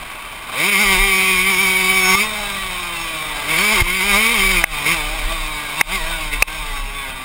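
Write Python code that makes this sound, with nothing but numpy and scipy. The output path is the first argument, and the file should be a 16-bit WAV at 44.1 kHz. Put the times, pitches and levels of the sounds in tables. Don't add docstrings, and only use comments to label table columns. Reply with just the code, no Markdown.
import sys
import numpy as np
from scipy import signal
from scipy.fft import rfft, irfft, next_fast_len
from scipy.io import wavfile
from scipy.ndimage import uniform_filter1d

SR = 44100
rng = np.random.default_rng(int(sys.argv[2]) if len(sys.argv) > 2 else 0)


def dump(signal):
    limited = np.clip(np.atleast_2d(signal).T, -1, 1)
    pcm = np.round(limited * 32767).astype(np.int16)
    wavfile.write(sys.argv[1], SR, pcm)


def voltage_ratio(decibels):
    exponent = np.asarray(decibels, float) / 20
    return 10 ** exponent


N = 319284
T = np.arange(N) / SR
FAST, RATE = T[::3], SR / 3
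SLOW = T[::64]

# (frequency [Hz], width [Hz], level [dB])
BOX_ROCKING = [(31.1, 11.8, 16), (49.7, 43, -29)]
# (frequency [Hz], width [Hz], level [dB])
AIR_RUSH = [(73, 230, 12), (298, 1800, -25)]
# (time [s], half length [s], level [dB])
GUSTS = [(0.0, 0.11, -39), (.25, .15, -47), (0.892, .06, -27.5), (1.01, 0.076, -17.5), (1.384, .09, -32),
         (1.618, 0.16, -45), (1.8, .2, -45), (2.1, .3, -38), (2.457, .1, -36), (2.66, .06, -34),
         (2.822, 0.21, -39), (3.071, .12, -38), (3.34, 0.083, -33), (3.56, .13, -36), (3.831, .07, -19.5),
         (4.127, 0.11, -27), (4.44, 0.095, -27), (4.56, .15, -24), (4.69, .08, -24), (5.08, 0.15, -25),
         (5.259, 0.055, -21), (5.401, .2, -24.5), (5.867, .05, -29), (6.063, 0.16, -23),
         (6.271, 0.061, -35), (6.382, .12, -23), (6.444, 0.032, -35), (6.629, 0.065, -35),
         (6.79, 0.21, -23.5), (7.14, .1, -39)]
# (time [s], jolt [dB], shake level [dB], shake frequency [Hz], shake t60 [s])
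LANDINGS = [
    (2.151, -20, -32, 60, 0.099),
    (3.818, -9.5, -7, 27.7, 0.27),
]
# (time [s], level [dB], frequency [Hz], t60 [s])
KNOCKS = [
    (2.147, -16.5, 904, 0.049),
    (3.866, -14.5, 991, 0.032),
]
# (time [s], peak [dB], ring frequency [Hz], t60 [s], sign of first push)
BACKFIRES = [
    (4.6398, 4.5, 2230, .022, 1),
    (5.811, 5, 2220, .026, -1),
    (6.4232, 7, 2600, .03, 1),
]
# (frequency [Hz], level [dB])
HOUSING = [(860, -14), (1180, -13.5), (2640, -12), (3600, -27)]
# (frequency [Hz], width [Hz], level on the throttle [dB], level coasting [dB])
RING = [(1965, 100, -9.5, -5), (2120, 60, -0.5, -6.5), (2275, 92, 3, 1), (2449, 56, -6.5, -0.5),
        (2639, 97, -6, -3)]
BOOM = [(190, 140, 0, 1), (359, 130, 0, 0)]
BARK = [(636, 43, -16.5, -5), (774, 108, -21.5, -12), (929, 102, -6.5, -4), (1138, 80, 2, 3),
        (1467, 70, -8, -5.5), (1614, 62, -9, -7)]
RASP = [(3107, 136, -1, -4.5), (3682, 253, -3.5, -2), (4810, 243, -9, -14), (5380, 274, -10, -14.5)]
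PITCHED_SHARE = [.8, 1.2, .8, .72]
# (coasting level at MID_HZ [dB], slope with speed [dB/octave],
# rise at full throttle [dB], exponent of the throttle response, share of effort)
LAYERS = [
    (-32, 7, 15, 1.37, 0.17),
    (-44.5, 11, 15, 1.13, 0.59),
    (-33, 5.5, 6.5, 0.98, 1.27),
    (-34.5, 9.5, 10, 0.94, 0.75),
]
# (time [s], length [s], frequency [Hz], boost [dB])
SINGING_PANELS = [(1.27, .29, 2420, 7), (1.44, 0.16, 2160, 4), (1.74, 0.19, 2283, 10.5),
                  (1.613, 0.057, 5450, 14), (1.32, 0.31, 3140, 5), (1.03, 0.2, 720, 15.5),
                  (1.96, 0.17, 750, 10), (2.67, 0.13, 3720, 6), (4.17, 0.065, 3080, 6),
                  (4.5, 0.052, 3070, 2), (5.4, 0.17, 620, 7), (2.1, .14, 5370, 15.5),
                  (2.185, 0.032, 1150, 24), (3.33, .26, 3490, 8), (3.6, 0.064, 4400, 25),
                  (4.486, 0.07, 2291, 10), (7.3, 0.087, 1625, 8), (7.04, 0.16, 1657, 12),
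                  (7.15, .12, 3680, 7), (3.8, 0.024, 2126, 12), (6.72, .08, 1150, 1), (4.44, .04, 1140, 13),
                  (4.3, 0.048, 488, 9), (1.06, 0.088, 385, 6), (0.59, 0.06, 520, 11),
                  (0.796, 0.065, 205, 5), (1.4, 0.24, 560, -9), (2.11, 0.12, 1500, 5.5),
                  (6.989, .058, 3500, 18)]
# (time [s], firing rate [Hz])
REVS = [(0.0, 80.5), (.505, 81), (.685, 206), (.97, 190), (2.06, 186.6), (2.27, 217.7), (2.78, 178.9),
        (3.46, 142.9), (3.73, 221.6), (3.83, 169.7), (4.33, 235.7), (4.39, 197.2), (4.57, 174.6),
        (4.8, 143.4), (5.33, 158), (5.7, 146.2), (6.1, 161.1), (7.24, 128.6)]
# (time [s], half length [s], change of speed [%])
WHEEL_SLIPS = [(.76, 0.043, -5), (.825, 0.037, 8), (.97, 0.042, -4.5), (1.05, 0.1, 4), (1.38, 0.076, -3),
               (1.49, 0.059, 3), (1.57, 0.042, -3), (1.62, 0.061, 3.5), (1.95, 0.091, 1.5),
               (2.13, 0.093, -4), (3.56, 0.048, -6), (3.64, 0.058, 5), (3.78, 0.034, -7.5),
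               (3.96, 0.059, 2.5), (4.01, 0.043, -5), (4.15, 0.069, -6.5), (4.33, .04, 2), (4.51, 0.083, 4),
               (4.925, .09, 16), (5.148, .06, 4.5), (5.234, 0.065, -3.5), (5.328, 0.074, 5.5),
               (5.805, .05, 7), (5.945, 0.074, 26), (6.11, 0.083, 4), (6.33, 0.13, -5), (6.56, .14, 6.5),
               (6.84, 0.0807, -1.9), (6.98, 0.11, 3.5)]
# (time [s], rise [s], time of shutting [s], opening [0-1])
THROTTLE = [(-.1, 0.066, .5, .2), (.47, 0.14, 2.22, 1), (2.2, .05, 3.5, .21), (2.8, 0.19, 3.8, .33),
            (3.4, 0.056, 3.53, 0.43), (3.45, 0.053, 3.81, 0.93), (3.8, 0.013, 4.5, .85),
            (3.97, 0.13, 4.27, 1), (4.199, .05, 4.43, .72), (4.32, 0.074, 4.59, 1),
            (4.53, 0.038, 4.94, 0.5), (4.6, .05, 6.3, .3), (4.77, 0.061, 5.04, 0.58),
            (4.835, 0.029, 4.935, 1.01), (4.94, 0.025, 5.09, 0.48), (5.77, 0.034, 5.81, 0.82),
            (5.88, 0.053, 5.955, 0.67), (6.03, .07, 5.7, .4), (6.31, .022, 6.335, .9),
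            (6.39, 0.033, 6.47, 0.34), (6.47, .012, 6.34, .85), (6.55, .05, 6.8, 0.14),
            (6.93, .03, 7.1, .25)]
# (time [s], half length [s], level [dB])
EFFORTS = [(.497, 0.023, 5.5), (.54, 0.032, 2), (.71, 0.017, -7.5), (.83, 0.063, 1.5), (.93, 0.066, 4.5),
           (1.44, 0.042, -4), (1.49, .05, 0.5), (1.57, 0.084, -1.5), (1.76, .08, -3), (1.95, 0.068, 0.5),
           (2.13, 0.12, 7), (3.4, .1, 1.5), (3.6, 0.041, 3.5), (3.73, 0.023, 4), (3.78, 0.038, 4),
           (3.95, 0.072, -4.5), (4.15, 0.05, 5), (4.39, .05, 2.5), (4.63, 0.059, 1.5), (4.918, .04, 1),
           (5.328, .07, 2.5), (5.8, 0.047, 3), (6.11, 0.062, 3), (6.32, 0.1, -2.5), (6.415, .03, 2),
           (6.764, .1, 1.5), (6.87, 0.091, -2)]
# (time [s], half length [s], change of evenness)
RUTS = [
    (3.45, 0.33, -0.22),
    (3.8, .1, -0.25),
    (4.4, 0.33, -0.14),
    (4.86, 0.17, -.25),
    (5.2, 0.22, -0.16),
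    (5.7, 0.14, -0.13),
    (6.95, .5, 0.13),
]
# (time [s], dip [dB], hold [s], recovery [dB/s])
DUCKS = [
    (2.155, 5.5, 0.0045, 90),
    (3.824, 8, .01, 112),
    (4.6431, 15.5, 0.0049, 156),
    (5.815, 20, 0.0035, 249),
    (6.427, 16.5, 0.037, 900),
]

MID_HZ = 153.3


def evened(x, span=None):
    if span is None:
        power = np.mean(x ** 2)
    else:
        size = int(span * RATE)
        power = uniform_filter1d(uniform_filter1d(x ** 2, size), size)
    return x / np.sqrt(abs(power) + 1e-20)


def through(x, modes, steep=1.65):
    size = next_fast_len(len(x))
    hz = np.fft.rfftfreq(size, 1 / RATE)
    gain = sum(voltage_ratio(db) / (1 + ((hz - f) / w) ** 2) ** steep for f, w, db in modes)
    return irfft(rfft(x, size) * gain, size)[:len(x)]


def drift(rate_hz, count, t=FAST):
    steps_per_s = 200
    steps = rng.standard_normal((count, 1500))
    pole = np.exp(-2 * np.pi * rate_hz / steps_per_s)
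    smooth = signal.lfilter([1], [1, -2 * pole, pole ** 2], steps)
    at = np.arange(1500) / steps_per_s
    return np.array([np.interp(t, at, evened(row)) for row in smooth])


def bumps(rows):
    return sum(high * np.cos(np.pi / 2 * np.clip((SLOW - s) / half, -1, 1)) ** 2 for s, half, high in rows)


def ringing(s, db, hz, t60):
    t = np.maximum(T - s, 0)
    return voltage_ratio(db - 60 * t / t60) * np.sin(2 * np.pi * hz * t)


def wind():
    calm_db, gust_fall_db, air_db = -51.5, 13, -44.5
    rocking = evened(through(rng.standard_normal(len(FAST)), BOX_ROCKING), 0.06)
    rush = evened(through(rng.standard_normal(len(FAST)), AIR_RUSH))
    rush = rush * voltage_ratio(2.5 * drift(3.9, count=1)[0])
    gusts = voltage_ratio(calm_db)
    for s, half, db in GUSTS:
        gusts = gusts + voltage_ratio(db - gust_fall_db * abs((SLOW - s) / half) ** 1.32)
    return np.interp(FAST, SLOW, gusts) * rocking + voltage_ratio(air_db) * rush


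def landings():
    jolt_s = 0.0027
    out = sum(ringing(*knock) for knock in KNOCKS)
    for s, jolt_db, *shake in LANDINGS:
        jolt = voltage_ratio(jolt_db) * np.exp(-((T - s) / jolt_s) ** 2)
        out = out + ringing(s, *shake) - jolt
    return out


def backfires():
    out = np.zeros(N)
    for s, db, hz, t60, sign in BACKFIRES:
        t = np.maximum(T - s, 0)
        fade = voltage_ratio(db - 60 * t / t60) * (T > s)
        cycles = hz * (t - 0.000302 * (1 - np.exp(-t / 0.00115)))
        push = np.sign(sign) * np.sin(2 * np.pi * cycles)
        crack = voltage_ratio(-21) * uniform_filter1d(rng.standard_normal(N), size=6)
        out += fade * (push + crack)
        for f, down_db in HOUSING:
            out += ringing(s + 0.00149, db + down_db, f, 1.305 * t60)
    return out


def controls():
    hz = np.interp(SLOW, *np.transpose(REVS)) * (1 + bumps(WHEEL_SLIPS) / 100)
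    shut_s = 0.064
    openings = []
    for s, rise, shut, wide in THROTTLE:
        opens, closes = wide * (SLOW - s) / rise, wide - (SLOW - shut) / shut_s
        openings.append(np.clip(np.minimum(opens, closes), 0, wide))
    opening = np.max(openings, 0)
    octaves = np.log2(hz / MID_HZ) * (1 - 0.55 * opening)
    effort_db = bumps(EFFORTS)
    levels_db = [db + per * octaves + full * opening ** lag + share * effort_db
                 for db, per, full, lag, share in LAYERS]
    stumble = 0.8 * np.minimum(np.log2(hz / 117), 0)
    even = 0.64 + 0.21 * opening + 0.0063 * effort_db + bumps(RUTS) + stumble
    curves = (hz, np.clip(even, 0, 1), *levels_db)
    hz, even, *levels_db = (np.interp(FAST, SLOW, c) for c in curves)
    return hz, levels_db, even


def orders(t, hz, turns, load):
    order = np.arange(1, 41)[:, None]
    unrest = np.minimum(order / 3.4, 1)
    swell_db = (4.5 - 1.5 * load) * unrest * drift(7, count=40, t=t)
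    for at, length, panel_hz, boost_db in SINGING_PANELS:
        near = abs(t - at) < 2 * length
        off = ((t[near] - at) / length) ** 2 + ((order * hz[near] - panel_hz) / 90) ** 2
        swell_db[:, near] += boost_db * np.exp(-off)
    start = rng.uniform(0, 2 * np.pi, order.shape)
    sway = drift(12.2, count=40, t=t)
    wander = start + (0.7 - 0.21 * load) * unrest * sway
    wander = wander + (0.11 - 0.039 * load) * order * sway[0]
    audible = order * hz < 5900
    return np.sum(voltage_ratio(swell_db) * np.cos(2 * np.pi * order * turns + wander) * audible, 0)


def loaded(x, modes, load, steep):
    pulling = through(x, [(f, w, db) for f, w, db, _ in modes], steep)
    coasting = through(x, [(f, w, db) for f, w, _, db in modes], steep)
    return load * pulling + (1 - load) * coasting


def engine():
    hz, levels_db, even = controls()
    load = np.clip((levels_db[0] + 28.0) / 13.4, 0, 1)
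    turns = np.cumsum(hz) / RATE
    tone = orders(FAST, hz, turns, load)
    strength = voltage_ratio(1.85 * rng.standard_normal(2000))[turns.astype(int)]
    puffs = strength * (2.7 + np.exp(-(turns % 1) / 0.73)) * rng.standard_normal(len(FAST))
    out = np.zeros(len(FAST))
    for modes, db, tonal in zip((RING, BOOM, BARK, RASP), levels_db, PITCHED_SHARE):
        share = np.clip(tonal * even / 0.79, 0, 1)
        pitched = evened(loaded(tone, modes, load, steep=1.47), 0.058)
        noisy = evened(loaded(puffs, modes, load, steep=0.78), 0.056)
        out += voltage_ratio(db) * (np.sqrt(share) * pitched + np.sqrt(1 - share) * noisy)
    return out


def scene():
    steady = signal.resample_poly(wind() + engine(), 3, 1)[:N]
    return (steady + landings() + backfires())[None]


def roll_off(x):
    return signal.sosfilt(signal.butter(12, 15720, fs=SR, output="sos"), x)


def record(dry):
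    fall_s, clip, edge_hz = 0.003, 0.76, 16000
    dip_db = np.zeros(N)
    for s, db, hold, recovery in DUCKS:
        onset = np.clip((T - s) / fall_s, 0, 1)
        dip_db += onset * np.clip(db - recovery * (T - s - hold), 0, db)
    slow = signal.resample_poly(dry / voltage_ratio(dip_db), 40, 147, axis=1)
    held = np.repeat(np.clip(slow, -clip, clip), 4, axis=1)
    mix = signal.resample_poly(held, 147, 160, axis=1)[:, :N]
    lowpass = signal.firwin(255, edge_hz, window=("kaiser", 9), fs=SR)
    mix = signal.oaconvolve(mix, lowpass[None], "same")
    return roll_off(mix)


dry = scene()
out = record(dry)
dump(out)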